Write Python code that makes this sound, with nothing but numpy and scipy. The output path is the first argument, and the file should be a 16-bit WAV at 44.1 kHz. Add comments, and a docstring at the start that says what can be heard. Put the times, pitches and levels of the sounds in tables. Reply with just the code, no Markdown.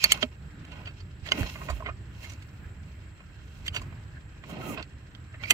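"""A foot works the kick-start lever of a parked motorcycle in a concrete yard, its engine off.
Lever pivot and ratchet clack: bursts of tiny touches ring the modes of the cast metal. The sandal scuffs
and drags as filtered random grains, the pivot squeaks as gliding tones, and the frame thuds as damped swings.
Far off, filtered noise makes traffic, insects at one high pitch, a narrow hiss and an idling engine.
The machine stands to the right of two spaced microphones."""
import sys
import numpy as np
from scipy import signal
from scipy.fft import rfft, irfft, next_fast_len
from scipy.io import wavfile
from scipy.ndimage import uniform_filter1d

SR = 44100
rng = np.random.default_rng(int(sys.argv[2]) if len(sys.argv) > 2 else 0)


def int16_out(signal):
    """Quantize to a 16-bit WAV file."""
    q = np.round(np.clip(np.atleast_2d(signal).T, -1, 1) * 32767)
    wavfile.write(sys.argv[1], SR, q.astype(np.int16))


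N = 243873   # length in samples


def from_db(db):
    """Turn decibels into a gain."""
    return 10 ** (np.asarray(db) / 20)


def rms_one(x):
    """Scale a sound to an rms of 1."""
    return x / np.sqrt(np.mean(x ** 2) + 1e-20)


def at_hz(points, hz):
    """Read a table between its rows, along a logarithmic pitch axis."""
    table_hz, values = np.transpose(points)
    return np.interp(np.log(hz), np.log(table_hz), values)


def drift(rate_hz):
    """Slow random wandering with a spread of 1: smoothed noise, made at every 40th sample."""
    step = 40
    pole = np.exp(-2 * np.pi * rate_hz * step / SR)
    noise = rng.standard_normal(N // step + 2002)
    slow = signal.lfilter([1], [1, -2 * pole, pole * pole], noise)[2000:]   # drop the settling-in
    return np.interp(np.arange(N) / step, np.arange(len(slow)), rms_one(slow))


def grains(per_s, spread_db):
    """Four unrelated streams of random contacts of uneven size."""
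    shape = (2, 2, N)
    sizes = from_db(spread_db * np.minimum(rng.exponential(1, shape), 5))
    signs = rng.choice([-1, 1], shape)
    present = rng.random(shape) < per_s / SR
    return sizes * signs * present + 1e-9


def banded(white, spectrum, likeness, patchy_db, patch_rate):
    """Stereo noise in third-octave bands, each with its own level, flicker and likeness; mid rms 1."""
    lowest, highest = spectrum[0][0], spectrum[-1][0]
    bands = round(3 * np.log2(highest / lowest))
    edges = np.geomspace(lowest, min(highest, 17000), bands + 1)
    out, together = 0, drift(patch_rate / 2)   # flicker shared by all bands
    for k, (low, high) in enumerate(zip(edges, edges[1:])):
        band = signal.butter(2, [low, high], "band", fs=SR, output="sos")
        mid, side = signal.sosfilt(band, white[k % 2])   # neighbouring bands use unrelated noise
        hz = np.sqrt(low * high)
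        alike = np.clip(at_hz(likeness, hz), -1, 1)
        gain = from_db(at_hz(spectrum, hz) + patchy_db * (together + drift(patch_rate)))
        out = out + gain * (np.sqrt(1 + alike) * mid + np.sqrt(1 - alike) * side * [[1], [-1]])
    return out / np.sqrt(np.mean(out.mean(axis=0) ** 2))


def to_the_right(x, left_db):
    """Sound reaches the farther left microphone later; left_db is its level minus the right one's."""
    lag = int(0.00018 * SR)   # seconds, cut down to whole samples
    left = np.r_[np.zeros(lag), x[0, :N - lag]]
    return np.array([from_db(left_db / 2) * left, from_db(-left_db / 2) * x[1]])


# Spectrum of traffic and air. Each row: pitch in Hz, relative level in dB per Hz.
YARD_SPECTRUM = [(12, -45.5), (20, -13), (41, -6), (71, 5), (121, -0.5), (230, -17.5), (296, -15),
                 (548, -35.5), (1020, -30), (1550, -23.5), (5320, -47.5), (7670, -68), (8820, -60.5),
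                 (15000, -53), (16400, -70)]
# How alike the yard sounds left and right. Each row: pitch in Hz, likeness from 0 to 1.
YARD_LIKENESS = [(60, 0.96), (180, 1), (550, 0.69), (1650, 0.07), (4970, 0.46), (15000, 0)]


def yard():
    """Distant traffic and open air: wide noise whose bands swell and sink slowly."""
    noise = rng.standard_normal((2, 2, N))
    air = banded(noise, YARD_SPECTRUM, YARD_LIKENESS, patchy_db=2.0, patch_rate=2.85)
    return from_db(-43.5) * air * from_db([[-.8], [.8]])   # a little louder on the right


def narrow_hiss(centre_hz, width_hz, level_db, flutter_db):
    """Far noise in one narrow band, wavering slowly and fluttering faster around its level."""
    edges = [centre_hz - width_hz / 2, centre_hz + width_hz / 2]
    band = signal.butter(2, edges, "band", fs=SR, output="sos")
    gain = from_db(level_db + drift(3.8) + flutter_db * drift(11))
    return gain * rms_one(signal.sosfilt(band, rng.standard_normal((2, N))))


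def insects():
    """A far chorus heard as a narrow hiss at one high pitch."""
    return narrow_hiss(centre_hz=7610, width_hz=540, level_db=-70.5, flutter_db=0.4)


def far_engine():
    """A far engine idles: each firing lets out a short, faint puff of mid-band noise."""
    period_s, offset_s = 0.086, 0.076
    since = (np.arange(N) / SR - offset_s) % period_s   # seconds since the last firing
    puffs = (1 - np.exp(-since / 0.0064)) * np.exp(-since / 0.0084) * from_db(2 * drift(6))
    band = signal.butter(3, [2200, 6000], "band", fs=SR, output="sos")
    noise = signal.sosfilt(band, rng.standard_normal((2, N)))
    return from_db(-74.5) * rms_one(puffs * noise)


def far_whine():
    """A faint narrow hiss in the distance that flutters strongly."""
    return narrow_hiss(centre_hz=1628, width_hz=200, level_db=-72.5, flutter_db=6.5)


# Ringing modes of the cast housing and lever, played by the rubbing and the clacks.
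# Each row: pitch in Hz, level in dB (clacks only), basic time to die away by 60 dB in seconds.
METAL_MODES = [(276.4, -5.5, 0.0112), (428.5, -13.5, 0.068), (659.3, 0, 0.027), (1082, -2, 0.017),
               (1277, -11.5, 0.063), (1475, 1, 0.016), (1890, 1, 0.0098), (2133, -7, 0.05),
               (2424, -9, 0.049), (2757, -2.5, 0.016), (3160, -5.5, 0.019), (3630, 1, 0.0041),
               (4247, -9, 0.019), (4625, -8.5, 0.035), (5326, -11.5, 0.0071), (6010, -3, 0.0059),
               (6730, -5, 0.0095), (7310, -7, 0.0064), (7610, -9.5, 0.024), (9100, -15.5, 0.036),
               (9930, -20, 0.014), (11400, -15, 0.0072), (12240, -20, 0.024), (14190, -12.5, 0.0087)]


def through_metal(x):
    """The rubbed lever colours the grit with its own modes, all equally strong, with random signs."""
    size = next_fast_len(N)
    f, body = np.fft.rfftfreq(size, 1 / SR), 0
    for hz, _, t60 in METAL_MODES:
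        decay_s = t60 / np.log(1000)
        body = body + rng.choice([-1, 1]) / (1 + 1j * (f - hz) * 2 * np.pi * decay_s)
    return irfft(rfft(x, size) * (.5 + body), size)[..., :N]   # .5 is the uncoloured part


# The sole resting on grit: levels in dB of grind, dull rasp, sharp rasp and hiss.
REST_DB = [-62, -67.5, -72.5, -88.5]
# Short slides of lever and sole. Each row: loudest moment in seconds, rise in seconds, fall in seconds
# (each for 20 dB), then the levels in dB of dull rasp, sharp rasp and hiss.
SCUFFS = [(0.031, 0.049, 0.059, -72, -33, -53), (0.06, 0.025, 0.017, -36.5, -44, -52),
          (0.111, 0.041, 0.051, -66, -34, -53.5), (0.148, 0.077, 0.16, -41.5, -62, -61.5),
          (0.218, 0.022, 0.037, -62, -39.5, -59), (0.79, 0.23, .15, -48.5, -71.5, -76.5),
          (0.989, 0.041, 0.038, -72.5, -52.5, -93), (1.272, 0.042, 0.097, -49.5, -45.5, -65),
          (2.236, 0.099, 0.11, -52.5, -48, -61.5), (2.305, 0.039, 0.063, -65, -57, -66),
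          (2.43, 0.14, 0.27, -77, -73, -75), (3.579, 0.32, 0.21, -75, -63.5, -73.5),
          (3.663, 0.02, 0.041, -71, -47.5, -63), (3.78, 0.037, 0.042, -47.5, -56, -62),
          (5.431, 0.022, 0.16, -46.5, -51, -66), (5.498, 0.037, 0.056, -68, -43, -54),
          (5.523, 0.025, 0.021, -33, -50, -54)]
# Two long drags of the sole along the lever, each a list of points.
# Each row: time in seconds, then the levels in dB of dull rasp, sharp rasp and hiss.
DRAGS = [
    [(1.3, -53, -64, -73), (1.34, -43, -49, -66), (1.394, -38, -51, -49.5), (1.45, -44, -47, -61.5),
     (1.53, -60, -49, -60), (1.575, -56, -60, -64.5), (1.65, -48.5, -51, -60), (1.71, -55.5, -56, -76),
     (1.75, -55, -59, -61), (1.81, -56, -76, -71), (1.93, -69, -79, -93)],
    [(4.44, -63, -72, -86), (4.505, -48, -60, -58), (4.57, -46.5, -86, -80), (4.6, -46, -87, -67.5),
     (4.69, -43.5, -71, -51.5), (4.747, -42.5, -65, -58), (4.775, -53.5, -84, -80), (4.81, -46, -77, -78.5),
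     (4.845, -68.5, -64, -79)],
]
# Grind compared with dull rasp: one value in dB for each drag.
DRAG_GRIND_DB = [1, 5]


def rub_levels():
    """Gains of grind, dull rasp, sharp rasp and hiss: rest, slides and drags add in power."""
    t = np.arange(0, N / SR, .001)
    power = from_db(REST_DB)[:, None] ** 2 * np.ones(len(t))
    for s, rise_s, fall_s, dull_db, sharp_db, hiss_db in SCUFFS:
        fade_db = -20 * np.where(t < s, (s - t) / max(rise_s, .005), (t - s) / max(fall_s, .005))
        grind_db = dull_db - 5.5   # coarse grit under a slide
        levels_db = np.array([[grind_db], [dull_db], [sharp_db], [hiss_db]])
        power += from_db(levels_db + fade_db) ** 2
    for rows, grind_db in zip(DRAGS, DRAG_GRIND_DB):
        s, *levels = np.transpose(rows)
        dull, sharp, hiss = [np.interp(t, s, level, left=-200, right=-200) for level in levels]
        power += from_db([dull + grind_db, dull, sharp, hiss]) ** 2
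    return [np.interp(np.arange(N) / SR, t, np.sqrt(p)) for p in power]


# Spectra of coarse grind, of rasp (before its two halves are levelled) and of fine hiss.
# Each row: pitch in Hz, relative level in dB per Hz.
GRIND_SPECTRUM = [(120, 1.5), (200, -0.5), (300, -1.5), (500, -10), (800, -11)]
RASP_SPECTRUM = [(450, -21), (650, -3.5), (1000, -5), (1500, -3), (2200, -3.5), (3200, -5.5), (4500, -13.5),
                 (6500, -18), (8500, -50)]
HISS_SPECTRUM = [(2940, -33), (5000, -5.5), (6930, 6), (7760, -2.5), (11000, 1), (14000, 5), (15700, -5.5),
                 (16300, -16)]
# How alike the rubbing sounds left and right. Each row: pitch in Hz, likeness from 0 to 1.
RUB_LIKENESS = [(200, 0.74), (800, 0.65), (3000, 0.11), (12000, 0.085)]


def rubbing():
    """Grit under the sole: coarse grains grind, finer ones rasp on the lever, the finest hiss."""
    grind_gain, dull_gain, sharp_gain, hiss_gain = rub_levels()
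    coarse = grains(700, spread_db=3.0)
    grind = banded(coarse, GRIND_SPECTRUM, RUB_LIKENESS, patchy_db=.8, patch_rate=15)
    finer = through_metal(grains(3000, spread_db=3.2))
    rasp = banded(finer, RASP_SPECTRUM, RUB_LIKENESS, patchy_db=1.1, patch_rate=14)
    rasp *= from_db(1.9 * drift(45))   # the sole sticks and slips
    finest = grains(15000, spread_db=1.5)
    hiss = banded(finest, HISS_SPECTRUM, RUB_LIKENESS, patchy_db=.8, patch_rate=25)
    # split the rasp at 2300 Hz into a dull and a sharp half
    dull = rms_one(signal.sosfilt(signal.butter(2, 2300, "low", fs=SR, output="sos"), rasp))
    sharp = rms_one(signal.sosfilt(signal.butter(2, 2300, "high", fs=SR, output="sos"), rasp))
    # the two halves are opposite in sign where they meet, so they are subtracted
    rasp = dull_gain * dull - sharp_gain * sharp
    return (to_the_right(grind_gain * grind, -2.5) + to_the_right(rasp, -5.5)
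            + to_the_right(hiss_gain * hiss, -5.5))


# The dry pivot squeaks as the lever turns. Each row: start in seconds, length in seconds,
# first slip rate in Hz, last slip rate in Hz, level in dB at the loudest point before wobble and panning.
SQUEAKS = [(0.0, 0.035, 2700, 2310, -34), (0.045, .016, 2385, 2440, -25), (0.09, .022, 2410, 2330, -33.5),
           (4.62, 0.027, 1370, 1280, -41), (4.648, .085, 1300, 1216, -43), (5.392, .037, 2030, 2100, -47),
           (5.44, 0.025, 2380, 2340, -35), (5.469, 0.026, 2340, 2300, -38)]


def squeaks():
    """Stick-slip at an unsteady, gliding rate: a rough line and its octave that swell and fade."""
    out = np.zeros(N)
    for s, length_s, first_hz, last_hz, peak_db in SQUEAKS:
        share = np.linspace(0, 1, round(length_s * SR))   # how much of the squeak has passed
        wobble = uniform_filter1d(rng.standard_normal((2, 4000)), size=40) * np.sqrt(40)
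        rate_wobble, level_wobble = wobble[:, :len(share)]
        slip_hz = (first_hz + (last_hz - first_hz) * share) * (1 + 0.058 * rate_wobble)
        phase = 2 * np.pi * np.cumsum(slip_hz) / SR
        arch_db = np.interp(share, [0, .75, 1], [-8, 0, -8])   # loudest three quarters through
        swell = signal.windows.tukey(len(share), .4) * from_db(peak_db + arch_db + 0.84 * level_wobble)
        out[round(s * SR):][:len(share)] += swell * (np.sin(phase) + 0.2 * np.sin(2 * phase))
    return to_the_right(np.array([out, out]), -12.5)


LEAD, SIZE = 900, 8192   # samples before the main blow; samples in one whole clack


def touches(chatter_ms):
    """Each row is one contact: the parts slide together, hit, and rattle out in random touches."""
    ms = 1000 * np.arange(-LEAD, 2 * LEAD) / SR
    slide = 0.38 * np.exp(ms / np.clip(0.94 * chatter_ms, .3, 9))
    rattle = np.exp(-ms / np.clip(chatter_ms, .3, 12))
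    shape = np.where(ms < 0, slide, rattle)
    push = shape * rng.standard_normal(shape.shape) * (rng.random(shape.shape) < .4)
    push[:, LEAD] += 15.2 / chatter_ms[:, 0]   # the main blow, lost in a long rattle
    return push


# Metal contacts. Each row: time in seconds, peak level in dB, lift of the low modes in dB,
# lift of the treble modes in dB, favoured ring in Hz, chatter fade in ms (limited inside touches),
# left minus right in dB.
CLACKS = [(0.041, 2, -18.5, 10, 4390, 2.6, -8), (0.12, 1.4, -24.5, 8, 3090, 3.2, -4.5),
          (0.175, -30, 4, 1, 1000, 2.7, -9), (0.228, -10, -4, -28.5, 3130, 4.1, -9),
          (0.651, -36.5, -9, -5, 2650, 3.7, -4.5), (0.717, -37, -14, -10, 2660, 13, -9),
          (0.857, -36, -16, -32, 3030, 4.9, -12), (0.872, -29.5, -7, -21, 2760, 19, -3.5),
          (1.005, -40, -10, -39, 4640, 5.4, -9.5), (1.262, -31.5, -16, -9, 1890, 15, -16),
          (1.288, -26.5, -7, -38, 3210, 4.3, -3), (1.32, -4.5, -6.5, -15, 2990, 3.6, -6),
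          (1.431, -22, 1, -6, 1760, 1.4, 16), (1.557, -29, -6, -31, 1230, 3.7, -7),
          (1.615, -30.5, 2, -31, 1070, 11, -4), (1.688, -23, -4, -30, 1060, 3.2, -11),
          (1.699, -22, 6, 1, 1040, 11.7, -4.5), (1.805, -32, 19, -7, 840, 2.9, -4),
          (1.824, -32.5, 16, -39, 1070, 2.6, -6), (1.861, -23.5, 0, -52.5, 2170, 14, -8),
          (1.888, -24, 3.5, -47, 1245, 10.7, -7), (2.243, -35, -38, -7, 2130, 18, -10),
          (2.298, -36.5, -26, -7, 5940, 6.7, -6), (2.319, -40, -7, 3, 907, 9.7, -6),
          (2.336, -37, -30, -4, 5800, 2.5, -9), (2.424, -40, -36, -4.5, 2540, 5.2, -6),
          (3.205, -38.5, -5, -22, 560, 3.8, -1.5), (3.664, -30.5, -32, -3, 2150, 9.6, -9),
          (3.681, -17, -46, -13.5, 3060, 2.7, -5.5), (3.746, -26.5, -4.5, 1, 2930, 14, -5),
          (3.764, -16.5, -9.5, -8, 2700, 7.3, -6.5), (3.816, -31.5, 1.5, 3.5, 1070, 11, -6),
          (3.926, -39, -5, -26, 1115, 4.0, -10), (4.438, -37, -8.5, -18, 1110, 5.4, -5.0),
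          (4.497, -37.5, 20, 9, 810, 12, -11), (4.775, -25.5, 3.5, -51, 2630, 12, -8),
          (4.797, -30, 3, -51, 2710, 5.2, -15), (4.827, -28, -27, -37, 4100, 3.3, -7),
          (5.15, -35.5, -13, -49.5, 3390, 3, -7), (5.343, -36, -1.5, -45, 1840, 7.2, -1.5),
          (5.437, -22, -15, -35, 2390, 2.8, -9), (5.507, -0.5, -25.5, 7.5, 2820, 3.4, -6.5),
          (5.511, -14.5, -2, -11, 2000, 3.4, -6)]


def clacks():
    """Contacts strike every metal mode, a little differently each time and at each microphone."""
    s, peak_db, body_db, treble_db, best_hz, chatter_ms, pan_db = np.transpose(CLACKS)[:, :, None]
    push = rfft(touches(chatter_ms), SIZE)
    push /= np.sqrt(uniform_filter1d(abs(push) ** 2, size=120))   # a rattle drives all modes about evenly
    luck = rng.standard_normal((len(s), len(METAL_MODES), 2, 4))
    f = np.arange(SIZE // 2 + 1) * SR / SIZE
    body = np.zeros((2, len(s), len(f)), complex)
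    ring_lift_db = 9.5   # the mode nearest the blow stands out by this much
    for m, (mode_hz, level_db, t60) in enumerate(METAL_MODES):
        low = np.clip(np.log2(2236 / mode_hz), 0, 1)   # modes below 2236 Hz count more and more as body
        high = np.clip(np.log2(mode_hz / np.clip(1.54 * best_hz, 2500, 5500)), 0, 1)
        near = np.exp(-(np.log2(mode_hz / best_hz) / .15) ** 2)   # where the blow lands picks a mode
        level = level_db + low * body_db + high * treble_db + near * ring_lift_db
        ring_s = t60 * (1 + .03 * near * ring_lift_db)   # the favoured mode rings longer
        for twin in range(2):   # each mode is a close pair, detuned a little at random for every clack
            pitch_luck, left_luck, right_luck, phase_luck = luck[:, m, twin].T[:, :, None]
            hz = mode_hz + .7 * near * (best_hz - mode_hz) + .025 * mode_hz * pitch_luck
            damping_hz = np.log(1000) / (2 * np.pi * ring_s)
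            line = SR / (2 * np.pi) / (damping_hz + 1j * (f - hz))
            line = line / (1 + ((f - hz) / (.45 * hz)) ** 2)   # little is radiated far from the mode
            turn = np.exp(1j * min(mode_hz / 2500, 1.2) * phase_luck)   # phase differs more in the treble
            body[0] += line * from_db(level + pan_db / 2 + 2 * left_luck) * turn
            body[1] += line * from_db(level - pan_db / 2 + 2 * right_luck)
    hits = irfft(push * body, SIZE)
    hits *= from_db(peak_db) / abs(hits).max(axis=2).mean(axis=0)[:, None]
    out = np.zeros((2, N + LEAD + SIZE))
    for k, start in enumerate(np.round(s[:, 0] * SR).astype(int)):
        out[:, start:start + SIZE] += hits[:, k]
    return to_the_right(out[:, LEAD:N + LEAD], 0)   # the level difference is already in body


# Weight landing on frame and ground. Each row: start in seconds, strength in dB before
# damping and panning, pitch in Hz, time to die away by 60 dB in seconds.
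THUDS = [(0.229, -14, 620, 0.051), (0.232, -16.5, 248, 0.067), (1.225, -20, 87.6, 0.063),
         (1.381, -18, 277, 0.078), (1.409, -5.5, 93, 0.045), (1.433, -19, 55, 0.096),
         (1.696, -21.5, 70.5, 0.2), (1.721, -24.5, 53.7, 0.29), (1.862, -34, 75.6, 0.44),
         (1.9, -33.5, 58.7, 0.17), (3.927, -53, 102, 0.12)]


def thuds():
    """A soft push sets one low, damped swing going."""
    out, t = np.zeros(N + 20000), np.arange(20000) / SR
    for s, strength_db, hz, t60 in THUDS:
        soft_start = 1 - np.exp(-t / 0.01)
        fade = from_db(strength_db - 60 * t / max(t60, .02))
        out[round(s * SR):][:len(t)] += np.sin(2 * np.pi * hz * t) * soft_start * fade
    return to_the_right(np.array([out[:N], out[:N]]), -8.0)


def scene():
    """Everything at the two microphones."""
    distance = yard() + insects() + far_engine() + far_whine()
    return clacks() + squeaks() + thuds() + rubbing() + distance


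def record(dry):
    """The loudest peaks are rounded just below full scale, then the top above 16.6 kHz is cut."""
    rounded = dry / (1 + (dry / .97) ** 6) ** (1 / 6)
    return signal.sosfilt(signal.cheby2(14, 70, 16600, fs=SR, output="sos"), rounded)


dry = scene()
out = record(dry)
int16_out(out)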